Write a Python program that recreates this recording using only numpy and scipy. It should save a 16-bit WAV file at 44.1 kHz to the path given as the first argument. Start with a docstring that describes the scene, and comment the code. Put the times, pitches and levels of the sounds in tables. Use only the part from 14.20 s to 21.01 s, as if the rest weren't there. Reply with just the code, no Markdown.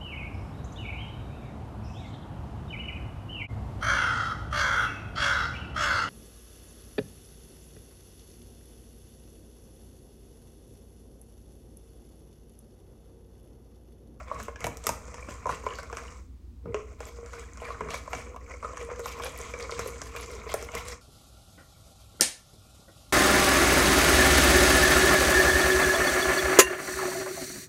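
"""Quick knocks and wet swipes: a wire whisk beats eggs into batter in a plastic bowl on a kitchen
counter, with a short rest after two seconds. Impacts of the wires excite the bowl's normal modes, and
stick-slip friction on its wall drives a rasp and a drone. The batter crackles as its films rupture.
An appliance hums low in the small, reverberant room."""
import sys
import numpy as np
from scipy import signal
from scipy.fft import rfft, irfft, next_fast_len
from scipy.io import wavfile
from scipy.ndimage import uniform_filter1d

SR = 44100
rng = np.random.default_rng(int(sys.argv[2]) if len(sys.argv) > 2 else 0)


def wav_out(sig):
    """Save sig, one row per channel (or a flat mono array), as 16-bit PCM at SR to the path in sys.argv[1]."""
    wavfile.write(sys.argv[1], SR, np.round(np.clip(np.atleast_2d(sig).T, -1, 1) * 32767).astype(np.int16))


N = 300365
TIME = np.arange(N) / SR
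CUTOFF_HZ = 16000


def from_db(db):
    """Amplitude ratio of a level in decibels."""
    return 10 ** (np.asarray(db) / 20)


def rms_one(x):
    """Normalisation to unit rms."""
    return x / np.sqrt(np.mean(x ** 2) + 1e-20)


def peak_one(x):
    """Normalisation to unit rms over the loudest 4 ms."""
    return x / np.sqrt(uniform_filter1d(x ** 2, size=176, mode="constant").max() + 1e-20)


def steady(x, size=2600):
    """Division by the running rms flattens the envelope and keeps the fine structure."""
    local_power = np.maximum(uniform_filter1d(x ** 2, size=size), 0)
    return x / np.sqrt(local_power + .02 * np.mean(x ** 2))


def drift(per_s):
    """Random modulation of unit rms, interpolated between Gaussian values."""
    return rms_one(np.interp(TIME * per_s, np.arange(4096), rng.standard_normal(4096)))


def lowpass(x, hz, order):
    """Butterworth low-pass filtering."""
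    return signal.sosfilt(signal.butter(order, hz, fs=SR, output="sos"), x)


def colour(x, spectrum):
    """Minimum-phase filtering to rows of (f/Hz, level/dB), by way of the causal cepstrum."""
    size = next_fast_len(len(x) + 4096)
    size += size % 2
    hz, db = np.transpose(spectrum)
    bin_hz = np.arange(size // 2 + 1) * SR / size
    log_gain = np.log(from_db(np.interp(np.log(bin_hz + 1), np.log(hz), db)))
    cepstrum = irfft(log_gain)[:size // 2]
    response = np.exp(2 * rfft(cepstrum, size) - cepstrum[0])
    return irfft(rfft(x, size) * response)[:len(x)]


def resonate(x, hz, *widths_hz):
    """Damped resonators in series, one per bandwidth, each of unit gain at resonance."""
    for width in widths_hz:
        r = np.exp(-np.pi * width / SR)
        feedback = [1, -2 * r * np.cos(2 * np.pi * hz / SR), r * r]
        x = signal.lfilter(np.array([1, 0, -1]) * (1 - r * r) / 2, feedback, x + 1e-18)
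    return x


def body(x, modes, scatter_db=0):
    """Modal superposition; the point of contact scatters the level of each mode."""
    return sum((-1) ** k * from_db(db + scatter_db * rng.standard_normal()) * resonate(x, hz, width)
               for k, (hz, width, db) in enumerate(modes))


def impulses(per_s, spread_db):
    """A Poisson process of clicks, mostly small, a few large."""
    sizes = from_db(spread_db * np.minimum(rng.exponential(1, N), 4)) * rng.choice([-1, 1], N)
    return sizes * (rng.random(N) < per_s / SR)


def grains(spectrum, per_s, q, spread_db, patchy_db, count=20):
    """Random impulses ring resonators of quality q; the favoured pitches shift as the batter moves."""
    hz, db = np.transpose(spectrum)
    clicks, band = impulses(per_s, spread_db), rng.integers(0, count, N)
    out = np.zeros(N)
    for k, pitch in enumerate(np.geomspace(hz[0], hz[-1], count)):
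        ring = resonate(clicks * (band == k), pitch, pitch / q, 4 * pitch / q)
        out += from_db(np.interp(pitch, hz, db) + patchy_db * drift(25)) * ring
    return steady(out)


def swell(rows, attack_s, release_s):
    """Envelope of rows (t/s, duration/s, level/dB): exponential rise, hold and decay, added in power."""
    t = TIME[::40]
    power = np.zeros(len(t))
    for start, length, db in rows:
        nepers = np.maximum(start - t, 0) / attack_s + np.maximum(t - start - length, 0) / release_s
        power += from_db(2 * db) * np.exp(-2 * nepers)
    return np.interp(TIME, t, np.sqrt(power))


# spectrum of the room's air noise: f/Hz, relative level/dB
AIR_SPECTRUM = [(20, -1), (45, -2), (90, 2), (150, -6), (290, -2), (400, -14), (650, -25), (1000, -25),
                (1600, -33), (5000, -35), (16000, -44)]
# tones of the appliance: f/Hz, rms level/dB
HUM_TONES = [(57.66, -48.5), (64.86, -51.7), (79.28, -53.0), (115.0, -66)]
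def appliance(air_db=-55):
    """Beating: close low tones throb against each other over a soft rush of air."""
    tones = sum(from_db(db) * np.sqrt(2) * np.sin(2 * np.pi * (hz * TIME + rng.random()))
                for hz, db in HUM_TONES)
    return tones + from_db(air_db) * rms_one(colour(rng.standard_normal(N), AIR_SPECTRUM))


# reverberation time by band: lower f/Hz, upper f/Hz, T60/s
ROOM_DECAY = [(40, 2800, 0.44), (2700, 10200, 0.31), (9000, 21000, 0.25)]
def kitchen(x, build_s=0.00039):
    """Reverberation: dense reflections from near walls decay exponentially, the treble soonest."""
    t = TIME[:SR // 2]
    tail = np.zeros(len(t))
    for low, high, t60 in ROOM_DECAY:
        band = signal.butter(2, [low, min(high, CUTOFF_HZ)], "band", fs=SR, output="sos")
        tail += signal.sosfilt(band, rng.standard_normal(len(t))) * from_db(-60 * t / t60)
    tail *= 1 - np.exp(-t / build_s)
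    return signal.fftconvolve(x, tail / np.sqrt(np.sum(tail ** 2)))[:N]


# spells of whisking, with the wires always in the batter: t/s, duration/s, relative level/dB
SPELLS = [(0.104, 0.23, -8), (0.392, 0.93, 1.5), (1.256, 0.67, 2.5), (2.826, 0.59, -1.5),
          (3.382, 0.72, 2.5), (4.26, 0.21, -7), (4.442, 0.46, 2.5), (4.85, 1.95, 5.5)]
# swipes through the batter and along the wall, the first row a brief burst as the sound begins: t/s,
# duration/s, wall f/Hz, then relative level/dB of scrape, drone, crackle and squelch
SWIPES = [(0.0, 0.016, 536, -40.5, -75, -66.5, -83), (0.085, 0.11, 479, -42.5, -45.5, -71, -73),
          (0.195, 0.054, 462, -56, -68, -63, -64.5), (0.425, 0.0083, 495, -38, -60, -58, -70),
          (0.65, 0.023, 455, -43.5, -47, -57, -67), (0.88, 0.14, 481, -49.5, -69, -65.5, -93),
          (1.099, 0.024, 505, -41.5, -46.5, -58.5, -64), (1.304, 0.044, 449, -42.5, -45, -58, -59),
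          (1.466, 0.067, 472, -40, -39.5, -66, -71), (1.553, 0.043, 460, -46, -57, -66, -64),
          (1.742, 0.12, 456, -44.5, -52, -68.5, -71), (1.9, 0.086, 498, -50.5, -54, -68.5, -79),
          (2.47, 0.05, 450, -58, -35.5, -90, -100), (2.555, 0.05, 437, -44, -40, -68, -92),
          (2.68, 0.05, 470, -53.5, -54.5, -72, -89), (2.817, 0.07, 461, -44.5, -46.5, -67, -67),
          (2.948, 0.023, 478, -64, -48.5, -67, -83), (3.066, 0.024, 487, -52, -62, -65, -87),
          (3.13, 0.096, 463, -45, -44.5, -65.5, -68), (3.432, 0.086, 477, -40.5, -44.5, -70.5, -64),
          (3.614, 0.058, 442, -41.5, -37.5, -73, -85), (3.713, 0.059, 464, -38.5, -53.5, -62, -57),
          (3.919, 0.091, 490, -41.5, -48, -61, -64), (4.05, 0.086, 482, -52, -45, -78, -91),
          (4.214, 0.052, 484, -54.5, -49.5, -71.5, -96), (4.3, 0.039, 483, -40.5, -43.5, -63, -86),
          (4.43, 0.11, 501, -44.5, -45, -66, -91), (4.601, 0.03, 471, -44, -38, -62.5, -64.5),
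          (4.711, 0.021, 496, -38, -61, -65, -84), (4.788, 0.02, 472, -43, -35.5, -61, -82),
          (4.859, 0.063, 491, -45, -45.5, -67, -57.5), (4.966, 0.034, 462, -41, -43, -73, -66),
          (5.031, 0.041, 494, -39.5, -36.5, -66, -54), (5.163, 0.13, 482, -48, -47.5, -61, -62),
          (5.395, 0.051, 482, -41, -35.5, -70, -62), (5.523, 0.033, 502, -45, -38, -59, -62),
          (5.6, 0.015, 478, -31.5, -48, -82, -54.5), (5.661, 0.02, 482, -43.5, -33.5, -59, -57.5),
          (5.848, 0.063, 466, -66, -48, -76, -66.5), (5.955, 0.084, 477, -41.5, -50, -62, -59),
          (6.088, 0.079, 451, -52, -39.5, -64, -65.5), (6.297, 0.033, 478, -41.5, -59, -72, -57),
          (6.394, 0.042, 444, -59, -41.5, -62, -60), (6.547, 0.054, 478, -33.5, -44, -62, -55),
          (6.666, 0.063, 475, -43, -42.5, -56, -59.5)]
def effort(sound, stir_db, attack_s, release_s):
    """Incoherent addition: the envelope of one sound sums swipes and uneven stirring in power."""
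    column = ["scrape", "drone", "crackle", "squelch"].index(sound)
    rows = [(start, length, levels[column]) for start, length, _, *levels in SWIPES]
    stirring = swell(SPELLS, attack_s=0.004, release_s=0.011) * from_db(stir_db + 2 * drift(7.6))
    return np.hypot(swell(rows, attack_s, release_s), stirring)


def wall_note(wander_hz=10):
    """Loading: the wall's natural frequency glides from swipe to swipe and wanders as batter shifts."""
    start, length, hz, *_ = np.transpose(SWIPES)
    return np.interp(TIME, start + length / 2, hz) + wander_hz * drift(9)


# pitch range of bursting films, then spectra of crackle and squelch: f/Hz, relative level/dB
FILM_RANGE = [(2000, 0), (15000, 0)]
CRACKLE_SPECTRUM = [(1500, -12.5), (2600, -19.5), (3700, -12), (5000, 1.5), (6000, 5.5), (7000, 7.5),
                    (8300, 2.5), (9400, -10), (12500, -24), (16000, -34)]
SQUELCH_SPECTRUM = [(900, 8.5), (2300, 16.5), (2750, 12), (3700, 9.5), (5200, 7.5), (8000, 2.5),
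                    (10300, -4.5), (13000, -2), (14500, -25), (16000, -7)]
def batter(crackle_db=5.0, squelch_db=10.5, clump_db=3.5):
    """Film rupture: thin films burst in tiny clicks; a fast stroke rips the batter with a squelch."""
    bursting = effort("crackle", stir_db=-71.5, attack_s=0.015, release_s=0.043)
    ripping = effort("squelch", stir_db=-80, attack_s=0.016, release_s=0.017)
    bursts = grains(FILM_RANGE, per_s=3300, q=6.3, spread_db=3.0, patchy_db=2.5, count=13)
    rips = grains(FILM_RANGE, per_s=12000, q=6.3, spread_db=1.5, patchy_db=4.5, count=13)
    crackle = steady(colour(bursts, CRACKLE_SPECTRUM))
    squelch = steady(colour(rips * from_db(clump_db * drift(130)), SQUELCH_SPECTRUM))
    return from_db(crackle_db) * bursting * crackle + from_db(squelch_db) * ripping * squelch


# sharp pitched clicks: films snapping off the wires, and the brief ring of a struck wire or bowl: t/s,
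# level/dB, f/Hz
SNAP_CLICKS = [(0.146, -52.5, 6430), (0.191, -55, 6300), (0.234, -49, 11800), (0.459, -46, 9900),
               (0.661, -43, 7250), (0.855, -51, 6700), (1.140, -52, 7500), (1.269, -47, 7340),
               (1.299, -49, 6840), (1.355, -54, 7400), (1.443, -54, 7170), (1.536, -50, 6740),
               (1.555, -52, 6300), (1.765, -56, 5500), (2.545, -37.5, 2300), (2.855, -46, 7340),
               (3.139, -56, 6500), (3.197, -46, 7100), (3.335, -50, 6800), (3.457, -56, 9000),
               (3.919, -58, 5970), (3.980, -56, 7000), (4.341, -56, 6000), (4.46, -57, 6900),
               (4.563, -55, 6300), (4.579, -44.5, 6740), (4.605, -54, 5900), (4.629, -51, 7100),
               (4.650, -52, 7950), (4.761, -51.5, 6100), (4.804, -47, 6550), (4.868, -46, 12300),
               (4.892, -48, 6100), (4.926, -48, 6300), (5.037, -40, 5500), (5.047, -39.5, 10700),
               (5.094, -46, 7600), (5.122, -50, 8500), (5.177, -46, 12500), (5.189, -43, 8500),
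               (5.215, -40, 6400), (5.390, -46, 6800), (5.427, -40, 5100), (5.439, -61, 6300),
               (5.509, -42, 6400), (5.515, -39, 4300), (5.599, -41, 5640), (5.676, -41, 9600),
               (5.832, -62, 5670), (5.859, -50, 6400), (6.011, -45.5, 10500), (6.033, -46, 6100),
               (6.061, -45.5, 6850), (6.115, -50, 10100), (6.153, -48, 6100), (6.200, -59, 6450),
               (6.252, -57, 6500), (6.277, -55, 5710), (6.292, -48, 5100), (6.342, -34, 9800),
               (6.449, -53, 11000), (6.519, -47, 6600), (6.654, -53, 10500)]
def snaps(tear_s=0.0007, q=4.5):
    """Transient excitation: a stretched film tears, or a struck wire rings briefly, within a millisecond,
    giving a pitched click."""
    t = TIME[:1024]
    out = np.zeros(N + len(t))
    for onset, level_db, hz in SNAP_CLICKS:
        tear = rng.standard_normal(len(t)) * np.exp(-t / tear_s)
        at = round((onset - tear_s) * SR)
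        out[at:at + len(t)] += from_db(level_db) * peak_one(resonate(tear, hz, hz / q, 2 * hz / q))
    return out[:N]


# lurches of the bowl: t/s, duration/s, relative level/dB
BOWL_LURCHES = [(0.15, 0.11, -50), (0.44, 0.055, -40), (0.68, 0.036, -42.5), (0.89, 0.043, -59),
                (1.085, 0.02, -43.5), (1.28, 0.046, -45.5), (2.455, .06, -41), (3.61, 0.092, -48.5),
                (3.95, 0.027, -49), (5.57, 0.1, -50), (6.55, 0.029, -53)]
# spectrum of the rocking bowl: f/Hz, relative level/dB
ROCKING_SPECTRUM = [(60, -44.5), (100, 6.5), (125, -2.5), (165, 2), (190, -13), (218, -0.5), (245, -3.5),
                    (280, -4.5), (380, -12.5), (600, -25.5), (3000, -53)]
def rocking(friction, stir_db=-60):
    """Forced vibration: the dragging wires shift the bowl on the counter with low thuds."""
    lurching = swell(BOWL_LURCHES, attack_s=0.0051, release_s=0.012)
    stirring = from_db(stir_db) * swell(SPELLS, attack_s=0.018, release_s=0.026)
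    return (lurching + stirring) * steady(colour(friction, ROCKING_SPECTRUM))


def wall_ring(friction, note_hz, width_hz=30, skirt_hz=170):
    """Resonance: friction drives a narrow mode whose centre follows the wall's note."""
    carrier = np.exp(2j * np.pi * np.cumsum(note_hz) / SR)
    baseband = friction / carrier + 1e-18
    for r in np.exp(-np.pi * np.array([width_hz, skirt_hz]) / SR):
        baseband = signal.lfilter([1 - r], [1, -r], baseband)
    return np.real(baseband * carrier)


# modes of the rubbed bowl: f/Hz, bandwidth/Hz, relative level/dB
RUBBED_MODES = [(660, 130, -0.5), (1024, 75, 7.5), (1150, 265, 4), (1480, 250, -1), (1835, 280, -5),
                (2170, 120, 1), (2430, 110, -2)]
# spectrum of popping air pockets: f/Hz, relative level/dB
POP_SPECTRUM = [(620, 7.5), (820, -32), (1080, 6), (1350, -9), (1750, -9), (2250, -1), (2500, -32),
                (2900, -14)]
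def dragging(note_hz, rasp_db=-6.5, pops_db=-10, drone_db=-3.5, muffle_hz=2900):
    """Stick-slip friction: the wires drive the bowl in tiny slips and open air pockets behind them."""
    scraping = effort("scrape", stir_db=-52.0, attack_s=0.02, release_s=0.019)
    droning = effort("drone", stir_db=-54.5, attack_s=0.012, release_s=0.033)
    slips = impulses(per_s=900, spread_db=2.0) * from_db(3.2 * drift(70))  # clumps as each wire passes
    friction = lowpass(slips, muffle_hz, order=4)  # batter softens each slip
    rasp = from_db(rasp_db) * steady(body(friction, RUBBED_MODES))
    pops = from_db(pops_db) * grains(POP_SPECTRUM, per_s=200, q=14.7, spread_db=4.0, patchy_db=4.5)
    drone = from_db(drone_db) * steady(wall_ring(friction, note_hz), size=800)
    return scraping * (rasp + pops) + droning * drone + rocking(friction)


# spectrum of a wire's tick: f/Hz, relative level/dB
TICK_SPECTRUM = [(1500, -11), (3000, -17), (4300, -18), (5800, -3.5), (8000, -9), (9200, -13),
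                 (10500, -15.5), (12800, -13.5), (16000, -18)]
def wire_tick(t, top_hz, sweep_s=0.0007, grit_db=-9, grit_s=0.0051):
    """Dispersion: the highs of a click arrive first along the wire; a coat of batter damps the top."""
    sweep_hz = CUTOFF_HZ * (1 - t / sweep_s)
    chirp = np.sin(2 * np.pi * np.cumsum(sweep_hz) / SR) * (t < sweep_s)
    grit = from_db(grit_db) * rng.standard_normal(len(t)) * np.exp(-t / grit_s)
    return peak_one(lowpass(colour(chirp + grit, TICK_SPECTRUM), top_hz, order=4))


# modes of the struck bowl: f/Hz, bandwidth/Hz, relative level/dB
STRUCK_MODES = [(493, 81, 1.5), (611, 116, 3.5), (780.6, 240, -6), (1035, 93, 0.5), (1150, 67, 1),
                (1400, 190, -1), (1720, 490, -2), (2086, 1000, -0.5), (2370, 860, -1)]
def bowl_clack(t, push, cushion_db, skid_s=0.0077):
    """Free vibration: the bowl's modes ring after a wire lands and skids on."""
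    skid_db = -23 + 0.37 * np.clip(cushion_db - 9, 0, 15)  # a cushioned wire sinks in more gradually
    skid = from_db(skid_db) * rng.standard_normal(len(t)) * np.exp(-t / skid_s)
    force = signal.fftconvolve(push, (t == 0) + skid)[:len(t)]
    return peak_one(body(force, STRUCK_MODES, scatter_db=3))


# wires striking the bowl: t/s, knock relative level/dB, plop f/Hz,
# wall boom relative level/dB, tick level/dB, tick cutoff f/Hz
IMPACTS = [(0.007, -41, 1405, -61.5, -67, 8000), (0.113, -19.5, 1110, -63, -65, 6900),
           (0.199, -29.5, 1090, -49, -46, 8000), (0.227, -54, 1100, -59, -45.5, 9100),
           (0.281, -26.5, 1050, -31.5, -53, 9000), (0.358, -35, 1690, -72, -50, 6850),
           (0.405, -39, 1200, -40.5, -45, 11700), (0.442, -21, 706, -27.5, -35, 15100),
           (0.4665, -22, 970, -55, -34.5, 14100), (0.57, -51, 1030, -45, -42, 13800),
           (0.639, -45, 1150, -51, -42, 9500), (0.667, -18.5, 1205, -30, -23.5, 14200),
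           (0.6903, -18, 927, -59, -26.5, 13900), (0.88, -42, 1300, -44, -52, 8500),
           (0.942, -38, 920, -44, -45.5, 9200), (0.98, -34.5, 1070, -55, -59, 8500),
           (1.025, -35, 2340, -63, -68, 8000), (1.086, -32, 584, -48, -58, 8000),
           (1.2555, -20.5, 1015, -32, -52, 7000), (1.268, -21, 1010, -53, -54, 7000),
           (1.291, -19, 1015, -31, -45.5, 8500), (1.323, -29, 1110, -46, -52, 8000),
           (1.437, -34, 996, -52, -60, 8000), (1.464, -18.5, 1025, -45, -46.5, 8000),
           (1.518, -34, 1110, -50, -57, 8000), (1.585, -27.5, 1515, -49, -46.5, 11930),
           (1.63, -36, 1400, -48, -47.5, 12000), (1.698, -31.5, 1110, -65, -56, 8000),
           (1.727, -29, 696, -33.5, -46.5, 7880), (1.769, -27.5, 1110, -62, -38.5, 9150),
           (1.783, -34, 1550, -62, -52, 13000), (2.456, -39.5, 1220, -33.5, -65, 4050),
           (2.543, -23.5, 1045, -22, -42.5, 6750), (2.8036, -32.5, 790, -34, -46, 9000),
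           (2.985, -42, 1080, -35, -74, 7000), (3.028, -47, 1330, -36, -73, 7000),
           (3.06, -41, 1380, -65, -52, 9000), (3.132, -36, 1480, -60, -51, 8500),
           (3.372, -43, 1480, -54, -48, 8500), (3.418, -30, 640, -36, -64, 8100),
           (3.45, -32, 2370, -54, -55, 8750), (3.484, -30.5, 630, -42, -74, 8000),
           (3.503, -25, 1150, -52, -62, 7000), (3.544, -35.5, 1480, -52, -60, 8000),
           (3.606, -21.5, 1030, -35, -50, 8000), (3.686, -29, 1150, -41, -52, 7840),
           (3.704, -32, 680, -45, -40.5, 9000), (3.735, -29, 680, -57, -49, 9000),
           (3.741, -27.5, 2310, -58, -39, 12200), (3.876, -29, 1050, -57, -53, 7000),
           (3.931, -23.5, 725, -33.5, -40, 7850), (3.949, -33, 1190, -60, -42, 8500),
           (4.143, -36, 1000, -59, -64, 8000), (4.161, -31, 1040, -56, -54, 14000),
           (4.307, -47, 1930, -60, -70, 8000), (4.337, -34.5, 2180, -41, -64, 8000),
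           (4.426, -28.5, 1150, -57, -55, 7900), (4.445, -23, 1250, -33, -56.5, 8000),
           (4.532, -38, 1060, -45, -69, 8000), (4.57, -28.5, 1136, -66, -45, 9000),
           (4.604, -37, 2350, -50, -66, 12000), (4.612, -45, 1220, -29.5, -57, 8000),
           (4.687, -31, 555, -54, -71, 8000), (4.7, -32, 1200, -35, -59, 8000),
           (4.714, -34, 1150, -27, -57, 8000), (4.793, -37, 960, -27.5, -46, 15000),
           (4.857, -25, 1070, -40, -39.5, 9000), (4.976, -35, 1120, -44, -65, 8000),
           (4.997, -27.5, 1090, -46, -50, 7000), (5.035, -29.5, 1570, -50, -37.5, 8560),
           (5.055, -30, 740, -31.5, -50, 9000), (5.061, -31, 2400, -36, -49, 9000),
           (5.2, -40, 1090, -37.5, -54, 9000), (5.337, -27, 2320, -32, -47, 7000),
           (5.398, -35.5, 2430, -43, -47, 8000), (5.424, -51, 555, -44, -67, 8000),
           (5.446, -34, 2210, -45, -60, 8000), (5.493, -27, 1083, -34, -53, 8000),
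           (5.521, -32.5, 2220, -27.5, -44, 9000), (5.592, -28, 1057, -25.5, -34.5, 11200),
           (5.659, -40, 1150, -29.5, -65, 8000), (5.816, -31, 1590, -48, -35, 8400),
           (5.949, -33, 1170, -33.5, -61, 8200), (5.962, -30, 2370, -49, -43, 15000),
           (6.104, -38, 2130, -49, -57, 10000), (6.237, -40, 1120, -44, -64, 8000),
           (6.264, -35, 1136, -31.5, -70, 8000), (6.291, -33, 2110, -50, -57, 9000),
           (6.318, -34, 1280, -53, -42, 8500), (6.339, -16.5, 670, -24, -33, 15000),
           (6.425, -37, 1150, -33, -40.5, 12000), (6.486, -31.5, 2170, -56, -56, 8000),
           (6.55, -32, 1140, -32, -35, 13900), (6.683, -43.5, 2190, -36, -37.5, 11300)]
def knocks(note_hz, knock_gain_db=-6.0, boom_gain_db=-4.0, plop_db=0.5, lag_s=0.000991,
           plop_width_hz=75, boom_width_hz=26, skirt_hz=450):
    """Impact: soft contact narrows the force spectrum, so a bare wire ticks and a coated one plops."""
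    t = TIME[:8192]
    impulse = 1.0 * (t == 0)
    out = np.zeros(N + 2 * len(t))
    for onset, knock_db, plop_hz, boom_db, tick_db, top_hz in IMPACTS:
        wall_hz = np.interp(onset, TIME, note_hz) + 10 * rng.standard_normal()  # varies with the spot
        cushion_db = knock_db - tick_db  # the more batter on the wire, the weaker its tick
        hardness_hz = np.clip(6000 * from_db(-0.51 * cushion_db), 700, 9000)
        push = lowpass(impulse, hardness_hz, order=2)
        clack = bowl_clack(t, push, cushion_db) * np.sqrt(hardness_hz / 2000)
        plop = from_db(plop_db) * peak_one(resonate(push, plop_hz, plop_width_hz, skirt_hz))
        knock = from_db(knock_db + knock_gain_db) * peak_one(clack + plop)
        wall = peak_one(resonate(push, wall_hz, boom_width_hz, skirt_hz))
        boom = from_db(boom_db + boom_gain_db) * wall
        tick = from_db(tick_db) * wire_tick(t, top_hz)
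        at = round((onset + lag_s) * SR)
        out[at:at + len(t)] += knock + boom + tick
    return out[:N]


def scene(knock_room_db=-9.0, drag_room_db=-11.5, batter_room_db=-7.0):
    """Superposition: direct sound of whisk, bowl and batter, their reverberation and the hum."""
    background = appliance()
    note_hz = wall_note()
    drag = dragging(note_hz)
    wet = batter() + snaps()
    hits = knocks(note_hz)
    sent = from_db(knock_room_db) * hits + from_db(drag_room_db) * drag + from_db(batter_room_db) * wet
    return (background + kitchen(sent) + wet + drag + hits)[None]


def record(dry, fade_from_s=6.73, fade_db_per_s=130):
    """Band limiting: a steep low-pass cuts the top; the sound fades exponentially at the very end."""
    fade = from_db(-fade_db_per_s * np.maximum(TIME - fade_from_s, 0))
    return signal.sosfilt(signal.ellip(10, .1, 80, CUTOFF_HZ, fs=SR, output="sos"), dry * fade)


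dry = scene()
out = record(dry)
wav_out(out)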